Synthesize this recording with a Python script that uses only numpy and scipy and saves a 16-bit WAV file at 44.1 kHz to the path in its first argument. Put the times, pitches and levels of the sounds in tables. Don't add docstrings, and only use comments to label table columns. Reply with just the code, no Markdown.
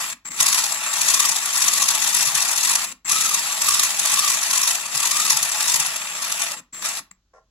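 import sys
import numpy as np
from scipy import signal
from scipy.fft import rfft, irfft, next_fast_len
from scipy.io import wavfile
from scipy.ndimage import uniform_filter1d, map_coordinates

SR = 44100
rng = np.random.default_rng(int(sys.argv[2]) if len(sys.argv) > 2 else 0)


def pcm_store(signal):
    levels = np.round(np.clip(np.atleast_2d(signal), -1, 1) * 32767)
    wavfile.write(sys.argv[1], SR, levels.astype(np.int16).T)


N = 330750
TIME = np.arange(N) / SR
MID = np.array([[1], [0]])

# on t/s, off t/s
POWERED = [(-.05, .131), (.248, .29), (.302, 2.925), (3.046, 6.598), (6.725, 6.997), (7.11, 7.115)]
# from t/s, to t/s
UNDER_LOAD = [(-.05, 0.18), (0.374, 2.855), (3.082, 6.55), (6.82, 7.06)]
# t/s, f/Hz
MESH_RATE = [(0, 720), (.3, 580), (.42, 1060), (.54, 1070), (.64, 880), (.76, 620), (.9, 660), (1.06, 960),
             (1.24, 1200), (1.33, 900), (1.45, 720), (1.6, 1020), (1.73, 1220), (1.86, 1030), (2.06, 820),
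             (2.19, 1030), (2.33, 760), (2.54, 760), (2.69, 1060), (2.85, 740), (3.05, 600), (3.12, 1230),
             (3.2, 1310), (3.31, 1270), (3.4, 880), (3.55, 700), (3.68, 1160), (3.8, 1190), (3.94, 700),
             (4.13, 1130), (4.25, 1220), (4.33, 980), (4.42, 760), (4.53, 1050), (4.63, 1090), (4.74, 760),
             (4.86, 600), (4.98, 800), (5.12, 1130), (5.25, 1310), (5.32, 1010), (5.39, 780), (5.52, 700),
             (5.74, 1040), (5.9, 660), (6.1, 580), (6.36, 720), (6.6, 580), (6.8, 600), (6.9, 700)]
# middle t/s, half length/s, stroke chatter level/dB, following lull's chatter level/dB,
# table thump gain/dB, treble left minus right/dB, mesh tone gain/dB
ROD_FLAPS = [(0.0, 0.066, -24, -30, -47, 2.5, -13.5), (.535, 0.2, -22, -27, -48, 3.5, -11),
             (1.15, 0.19, -21, -25, -48.5, 5.5, -11), (1.75, 0.21, -22, -21, -50.5, 4.5, -10.5),
             (2.17, 0.13, -22.5, -23.5, -46, 6.5, -12), (2.43, 0.11, -22, -24.5, -35, 6, -17),
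             (2.7, 0.095, -23, -24.5, -49.5, 4, -11.5), (3.22, 0.24, -24, -25, -43.5, 5, -8.5),
             (3.755, 0.16, -22.5, -25.5, -41.5, 1.2, -10.5), (4.195, 0.21, -21.5, -26.5, -47, 3, -10.5),
             (4.62, 0.2, -22.5, -31.5, -44.5, 4, -11.5), (5.195, 0.28, -23, -24.5, -47, 4, -9.5),
             (5.72, 0.21, -23, -29.5, -45.5, 4, -9.5), (6.37, 0.18, -26.5, -29, -47.5, 3, -8),
             (6.87, 0.061, -26, -28, -46, 3, -11.5)]
# t/s, level/dB
HARD_CLACKS = [(0.128, -41), (0.32, -39), (0.409, -9), (0.43, -13.5), (0.467, -13.5), (0.488, -14.5),
               (0.531, -13.0), (0.549, -14.5), (0.592, -14.5), (0.641, -16.5), (0.66, -21), (0.725, -19),
               (0.746, -21.5), (0.938, -17.5), (1.017, -13), (1.088, -13.5), (1.106, -14), (1.146, -10.5),
               (1.203, -12.0), (1.257, -15.5), (1.295, -14.5), (1.32, -18.5), (1.365, -16.5), (1.388, -22),
               (1.461, -18), (1.534, -22), (1.562, -17), (1.579, -16.5), (1.607, -18.5), (1.626, -13.5),
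               (1.646, -16.5), (1.667, -19.5), (1.685, -12.0), (1.739, -16.5), (1.783, -17.5),
               (1.826, -12.5), (1.842, -19), (1.889, -13.5), (1.912, -18), (1.953, -16.5), (2.027, -17),
               (2.046, -18), (2.077, -15.5), (2.094, -18), (2.149, -14), (2.171, -16), (2.192, -21),
               (2.213, -16), (2.23, -14.5), (2.276, -16), (2.356, -13.5), (2.38, -16.5), (2.407, -16.5),
               (2.426, -14.5), (2.455, -20.0), (2.488, -18.5), (2.516, -18), (2.535, -19), (2.566, -17.0),
               (2.582, -15.5), (2.612, -19.0), (2.636, -18.0), (2.656, -15), (2.677, -19), (2.697, -17),
               (2.715, -14.5), (2.737, -17), (2.758, -12), (2.848, -21), (3.098, -17.5), (3.12, -14),
               (3.162, -19.5), (3.213, -18), (3.248, -22.5), (3.263, -18.5), (3.296, -21), (3.348, -12.0),
               (3.395, -18.5), (3.526, -20), (3.622, -16), (3.648, -19), (3.671, -19), (3.69, -12),
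               (3.709, -17), (3.726, -18.5), (3.745, -13.0), (3.799, -13.5), (3.836, -12.5), (3.852, -19.5),
               (3.909, -20.5), (3.998, -13), (4.059, -14.5), (4.077, -17), (4.101, -19.5), (4.122, -17.0),
               (4.143, -13), (4.196, -13.5), (4.249, -17.5), (4.284, -15), (4.303, -16.5), (4.326, -20.5),
               (4.347, -19.5), (4.416, -19.5), (4.436, -16.0), (4.467, -20.5), (4.512, -16.5), (4.536, -16),
               (4.56, -19), (4.58, -13.5), (4.619, -17), (4.636, -14.5), (4.658, -22.5), (4.68, -13),
               (4.693, -17), (4.753, -17), (4.864, -21.5), (4.957, -17.5), (4.977, -16.5), (5.005, -16.5),
               (5.033, -18), (5.058, -16.5), (5.074, -17.5), (5.116, -15), (5.171, -15.5), (5.203, -18.5),
               (5.221, -22), (5.254, -20.0), (5.266, -18.5), (5.306, -10.5), (5.325, -14.5), (5.374, -13),
               (5.434, -13.5), (5.455, -19.5), (5.522, -18.5), (5.61, -17), (5.629, -17), (5.658, -20.0),
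               (5.683, -15.5), (5.7, -16), (5.724, -17.5), (5.745, -13.5), (5.763, -15.0), (5.804, -13),
               (5.864, -19), (5.966, -19), (6.227, -20), (6.249, -22.5), (6.324, -15.5), (6.422, -17.5),
               (6.44, -23.0), (6.52, -23), (6.86, -18), (6.892, -21), (6.989, -33)]
# f/Hz, width/Hz, level/dB
FRAME_MODES = [(670, 119, -8), (849, 71, -5.5), (978, 276, -6), (1150, 140, -2), (1350, 220, -5),
               (1810, 586, -3.5), (1987, 160, -8), (2418, 420, -0.9), (2709, 194, -0.5), (3070, 510, -5),
               (3610, 690, -1), (4320, 1200, -4), (5100, 1400, -2), (5920, 790, 1), (6490, 540, -0.5),
               (6870, 330, 0), (7600, 680, 0.4), (8135, 790, -2.5), (9840, 1290, -0.5), (10230, 350, -3),
               (11330, 1300, -5.5), (12270, 3800, -11.5), (15078, 1600, -25.5)]
# f/Hz, width/Hz, level/dB
ROD_MODES = [(1943, 59, 1.5), (2443, 110, -4), (2692, 91, -1), (6870, 180, 0), (10020, 190, -1)]
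# f/Hz, width/Hz, level/dB
HOUSING_MODES = [(1198, 260, 1), (1960, 220, -2.5), (3530, 420, -10.5)]
# t/s, level/dB
MOTOR_LEVEL = [(0, -31.5), (.3, -34), (.9, -29.5), (2.75, -34), (2.92, -33), (3.1, -30.5), (3.5, -31),
               (4.9, -31.5), (5.9, -32.5), (6.4, -38.5), (6.73, -36.5), (6.87, -32.5), (7, -38),
               (7.11, -34)]
# t/s, boost/dB
INRUSHES = [(.25, 3), (.302, 6), (3.048, 5)]
# f/Hz, width/Hz, level/dB
CASE_MODES = [(1200, 610, -13), (2040, 570, -7.5), (4400, 1500, -21), (6200, 1300, -14.5), (7490, 540, -2),
              (15200, 750, -18.5)]
# f/Hz, width/Hz, level/dB
TABLE_MODES = [(150, 38, -5.5), (189, 39, -3), (225, 17, -5), (270, 81, -9), (347.6, 65, -7.5),
               (460, 72, -9.5), (530, 30, -4.5)]
# f/Hz, relative level/dB
AIR_SPECTRUM = [(15, -35.5), (25, -3), (109, -8.5), (655, -25.5), (1030, -25.5), (1720, -24.5),
                (1910, -28.5), (3260, -26.5), (6720, -26), (9020, -42.5), (15000, -46.5)]
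# t/s, level/dB
FOOT_DROPS = [(0.386, -40), (.98, -49.5), (1.281, -43.5), (2.259, -40.5), (2.329, -41), (4.938, -40.5),
              (5.33, -42), (5.41, -46), (5.73, -44.5), (5.785, -41), (5.86, -47)]
# t/s, half length/s, f/Hz, level/dB
JOINT_RUBS = [(1.28, .035, 5940, -30), (2.21, 0.082, 5740, -28), (3.756, 0.091, 5400, -29.5),
              (4.658, 0.049, 5730, -35), (5.324, 0.033, 5000, -28.5), (6.39, 0.049, 2620, -34.5)]
# f/Hz, level/dB, T60/s
CLICK_MODES = [(188, -4, 0.22), (1220, -11, .06), (2000, 2, .025), (2159, 2, .035), (2690, 4, .035),
               (4167, -4, .035), (4650, 2, .025)]
# f/Hz, width/Hz, level/dB
CREAK_MODES = [(510, 140, -7.5), (643, 36, -2), (770, 140, -12), (1070, 130, -6.5), (1385, 50, -6),
               (1755, 570, -20.5), (5900, 2000, -30)]
# f/Hz, T60/s
ROOM_DECAY = [(200, 0.31), (1200, 0.27), (5000, 0.21), (8000, 0.14), (14000, 0.19)]
# f/Hz, coherence (0 to 1)
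COHERENCE = [(200, 1), (330, 0.97), (450, 0.78), (650, 0.91), (1100, 1), (1380, 0.77), (1650, 0.12),
             (2400, 0.48), (3600, 0.39), (6400, 0.16), (7700, 0.18), (8800, 0.12), (10200, 0.53),
             (13500, 0.14)]
# f/Hz, left minus right level/dB
BALANCE = [(1500, 0), (2700, 0), (4400, 2), (5200, -3.5), (6600, 1.5), (8300, 1.5), (10200, 1), (12000, -5),
           (15000, -3)]

TEETH = 65


def amp(db):
    return 10 ** (np.asarray(db) / 20)


def unit(x):
    return x / np.sqrt(np.mean(x ** 2) + 1e-20)


def along(points, hz):
    f, v = np.transpose(points)
    return np.interp(np.log(hz + 1), np.log(f), v)


def curves(rows):
    s, *cols = np.transpose(rows)
    return [np.interp(TIME, s, c) for c in cols]


def wobble(rate):
    return map_coordinates(rng.standard_normal(int(N * rate / SR) + 4), [TIME * rate])


def window(start, stop, rise, fall):
    return (1 - np.exp(-np.maximum(TIME - start, 0) / rise)) * np.exp(-np.maximum(TIME - stop, 0) / fall)


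def filtered(x, response):
    size = next_fast_len(N + SR // 2)
    return irfft(rfft(x, size) * response(np.fft.rfftfreq(size, 1 / SR)), size)[..., :N]


def coloured(x, spectrum):
    return filtered(x, lambda hz: amp(along(spectrum, hz)))


def ring(x, modes, size=8192):
    hz = np.fft.rfftfreq(size, 1 / SR) + 1
    power = sum(amp(db) ** 2 / (1 + ((hz ** 2 - centre ** 2) / (hz * width)) ** 2) ** 2
                for centre, width, db in modes)
    cepstrum = irfft(np.log(power + 1e-12))[:size // 2]
    cepstrum[0] /= 2
    response = irfft(np.exp(rfft(cepstrum, size)))
    return signal.oaconvolve(x, response[None] / np.linalg.norm(response), axes=1)[:, :N]


def impacts(rate, scatter, spread_db):
    cycle = np.cumsum(rate) / SR
    beats = np.arange(1, int(cycle[-1]))
    trains = []
    for late, size in rng.standard_normal((2, 2, len(beats))):
        at = np.searchsorted(cycle, beats + scatter * late).clip(0, N - 1)
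        train = np.bincount(at, amp(spread_db * size.clip(-2, 2)), N)
        trains.append(unit(train - train.mean()))
    return np.array(trains)


def strokes():
    return np.max([np.exp(-np.square(np.square((TIME - s) / half))) for s, half, *_ in ROD_FLAPS], axis=0)


def chatter_level(swing, slack_db=-11.5, take_up_s=0.0108):
    middle, _, stroke_db, lull_db, *_ = np.transpose(ROD_FLAPS)
    between = (middle + np.append(middle[1:], POWERED[-1][0])) / 2
    load = sum((np.tanh((TIME - start) / take_up_s) - np.tanh((TIME - stop) / take_up_s)) / 2
               for start, stop in UNDER_LOAD)
    in_stroke = swing * np.interp(TIME, middle, stroke_db)
    in_lull = (1 - swing) * np.interp(TIME, between, lull_db)
    return in_stroke + in_lull + slack_db * (1 - load)


def rattles(chatter, rate_hz=47.3, scatter_s=0.0017, typical_db=-5, spread_db=6, cap_db=6):
    beats = np.arange(.04, POWERED[-2][1], 1 / rate_hz)
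    late, size = rng.standard_normal((len(beats), 2)).T
    at = beats + scatter_s * late
    chatter_db = 20 * np.log10(np.interp(at, TIME, chatter) + 1e-9)
    db = chatter_db + np.minimum(typical_db + spread_db * size, cap_db)
    free = np.abs(at[:, None] - np.transpose(HARD_CLACKS)[0]).min(axis=1) > .7 / rate_hz
    return list(HARD_CLACKS) + list(zip(at[free], db[free]))


def rattle_power(clacks, width_s, jolt_db):
    power = np.zeros(N)
    jolts = [(stop - .006, jolt_db) for _, stop in POWERED[:-1]]
    for s, db in clacks + jolts:
        near = slice(round(s * SR) - SR // 40, round(s * SR) + SR // 40)
        t = TIME[near] - s
        skew = np.where(t < 0, 1.31, 0.9)
        power[near] += amp(db) ** 2 * np.exp(-(t / (width_s * skew)) ** 2 / 2)
    return power


def gearbox(speed, chatter, clacks, song_db):
    mesh_hz = TEETH * speed * (1 + .012 * wobble(40))
    running = chatter * amp(1.62 * wobble(150))
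    bursts = np.sqrt(rattle_power(clacks, width_s=0.0026, jolt_db=-47))
    teeth = amp(-11.0) * running * impacts(mesh_hz, scatter=.3, spread_db=5.5)
    scrape = amp(-2.5) * running * impacts(9 * mesh_hz, scatter=1.5, spread_db=6.0)
    clatter = amp(-1.25) * bursts * impacts(5 * mesh_hz, scatter=1.5, spread_db=4.5)
    clatter = coloured(clatter, [(600, -7.5), (2500, -6.5), (6500, 2.0), (14000, -0.5)])
    dull_noise = coloured(rng.standard_normal((2, N)), [(1200, 3), (3000, 0.5), (6000, -15.5)])
    soft = amp(-3.5) * running * (12 / speed) ** 1.8 * dull_noise
    body = wandering_contact(ring(teeth + scrape + clatter + soft, FRAME_MODES), depth_db=2.5)
    force = np.sqrt(running ** 2 + .5 * rattle_power(clacks, width_s=0.0038, jolt_db=-45.5))
    return body + pings(force, speed) + amp(song_db) * mesh_song(force, speed, mesh_hz) * MID


def wandering_contact(x, depth_db):
    spectra = signal.stft(x, nperseg=512)[2]
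    field = uniform_filter1d(rng.standard_normal(spectra.shape[1:]), size=4, axis=0)
    field = uniform_filter1d(field, size=5, axis=1)
    gain = amp(depth_db * unit(field).clip(-2, 2))
    return signal.istft(spectra * unit(gain), nperseg=512)[1][:, :N]


def pings(force, speed):
    knocks = force * impacts(14 * speed, scatter=.5, spread_db=4.0)
    return amp(-14.5) * ring(knocks, ROD_MODES) + amp(-10.5) * ring(knocks, FRAME_MODES)


def mesh_song(force, speed, mesh_hz, off_resonance=0.53):
    phase = 2 * np.pi * np.cumsum(mesh_hz) / SR
    song = np.zeros(N)
    for order in range(1, 4):
        lift = sum(amp(db) / (1 + ((order * mesh_hz - hz) / (width / 2)) ** 2)
                   for hz, width, db in HOUSING_MODES)
        throb = unit(amp(5 * wobble(130).clip(-2, 1.2)))
        blur = 1.15 * wobble(140)
        song += np.hypot(lift, off_resonance / order) * throb * np.sin(order * phase + blur)
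    return force * (speed / 18) ** 1.6 * song


def motor(speed, swing, whine_hz=7620, stroke_dip_db=-1.5):
    switch = sum(window(start, stop, rise=0.0032, fall=0.0017) for start, stop in POWERED)
    supply = amp(curves(MOTOR_LEVEL)[0]) * switch
    current = supply * amp(stroke_dip_db * swing + 2.1 * wobble(22))
    phase = 2 * np.pi * whine_hz * TIME + 1.2 * wobble(48) + .15 * wobble(400)
    whine = unit(amp(1.3 * wobble(140)) * (np.sin(phase) + amp(-24.0) * np.sin(2 * phase)))
    inrush_db = sum(db * window(s, s, rise=.001, fall=0.099) for s, db in INRUSHES)
    commutation = impacts(90 * speed, scatter=.4, spread_db=6.0)
    ticks = ring(current * amp(inrush_db) * commutation, CASE_MODES)
    return amp(-3.5) * current * whine * MID + amp(-4.0) * ticks


def table_top(speed, turning, clacks, thump_db, crawl_speed=8.5):
    shake = turning * amp(-55 + 0.3 * (speed - crawl_speed))
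    drumming = ring(shake * impacts(40 * speed, scatter=.8, spread_db=4.0), TABLE_MODES)
    blows = np.sqrt(rattle_power(clacks, width_s=0.0086, jolt_db=-20.5)) * rng.standard_normal((2, N))
    thumps = amp(thump_db) * ring(blows * (speed / 17) ** 3, [(79.5, 70, 0.0038), (130, 44, 0.0049)])
    kicks = sum(window(s, s, rise=.004, fall=0.025) for s in np.ravel(POWERED)[1:-2])
    rocking = amp(-47) * kicks * np.sin(2 * np.pi * 240 * TIME + 1.9 * wobble(110))
    return drumming + thumps + (rocking + foot_drops()) * MID


def background():
    air = unit(coloured(rng.standard_normal((2, N)), AIR_SPECTRUM))
    hum = amp(-68.0 + wobble(3)) * np.sin(2 * np.pi * 47.6 * TIME)
    return amp(-72.0) * air + hum * MID


def foot_drops():
    boom = np.zeros(N)
    for (s, db), detune in zip(FOOT_DROPS, rng.standard_normal(len(FOOT_DROPS))):
        mode = np.sin(2 * np.pi * (144 + 6 * detune) * (TIME - s))
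        boom += amp(db) * window(s, s + 0.025, rise=0.013, fall=0.017) * mode
    return boom


def rubs(speed):
    slips = impacts(300 * speed, scatter=1.7, spread_db=3.0) * amp(2.5 * wobble(100))
    return sum(amp(db) * ring(slips * np.exp(-np.square((TIME - s) / half)), [(hz, 650, 0)])
               for s, half, hz, db in JOINT_RUBS)


def last_click(at_s=7.111):
    t = np.maximum(TIME - at_s, 0)
    modes = sum(amp(db - 60 * t / t60) * np.sin(2 * np.pi * hz * t) for hz, db, t60 in CLICK_MODES)
    knock = rng.standard_normal((2, N)) * window(at_s, at_s + .002, rise=.001, fall=.002)
    return amp(-51.5) * modes * (1 - np.exp(-t / .001)) * MID + amp(-48.5) * ring(knock, CASE_MODES)


def creak(rasp_hz=92):
    slips = rng.standard_normal((2, N)) * (1 + 0.23 * np.sin(2 * np.pi * rasp_hz * TIME))
    return amp(-51.5) * ring(slips * window(7.333, 7.382, rise=0.002, fall=0.02), CREAK_MODES)


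def room(x):
    wet, turn = 0, 3 * wobble(7)
    for share in (np.cos(turn), np.sin(turn)):
        hz, t, spectra = signal.stft(rng.standard_normal((2, SR // 2)), SR, nperseg=256)
        decay = amp(-60 * t / along(ROOM_DECAY, hz)[:, None])
        tail = signal.istft(spectra * decay, SR, nperseg=256)[1]
        tail = np.pad(tail / np.linalg.norm(tail[0]), ((0, 0), (SR // 300, 0)))
        wet = wet + signal.oaconvolve(x * share, tail, axes=1)[:, :N]
    return wet


def stereo(pair, lead_samples=12):
    def mixing(hz):
        turn = np.arccos(np.clip(along(COHERENCE, hz), -1, 1)) / 2
        lead = np.pi * hz * lead_samples / SR * np.clip((hz - 1400) / 800, 0, 1)
        left = amp(along(BALANCE, hz) / 2) * np.exp(1j * lead)
        return np.array([[left * np.cos(turn), left * np.sin(turn)],
                         [np.cos(turn) / left, -np.sin(turn) / left]])
    return filtered(pair, mixing).sum(axis=1)


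def shade(x, left_db, corner_hz=4000.0):
    treble = filtered(x, lambda hz: hz ** 4 / (hz ** 4 + corner_hz ** 4))
    return x + treble * (amp(np.array([[.5], [-.5]]) * left_db) - 1)


def scene():
    turning = sum(window(start, stop, rise=.014, fall=0.0057) for start, stop in POWERED[:-1])
    speed = curves(MESH_RATE)[0] / TEETH
    swing = strokes()
    chatter = turning * amp(chatter_level(swing))
    clacks = rattles(chatter * amp(-6.5 * (1 - swing)))
    *_, thump_db, sway_db, song_db = curves(ROD_FLAPS)
    gears = gearbox(speed, chatter, clacks, song_db)
    mechanism = gears + table_top(speed, turning, clacks, thump_db) + rubs(speed) + last_click()
    whine = motor(speed, swing)
    direct = shade(stereo(mechanism), sway_db) + shade(stereo(whine), left_db=4.1)
    far = creak()
    return direct + stereo(far + background() + amp(-13.5) * room(mechanism + whine + far))


def record(dry, ceiling=.85, top_hz=15800):
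    rounded = dry / (1 + np.abs(dry / ceiling) ** 6) ** (1 / 6)
    return filtered(rounded, lambda hz: hz < top_hz)


dry = scene()
out = record(dry)
pcm_store(out)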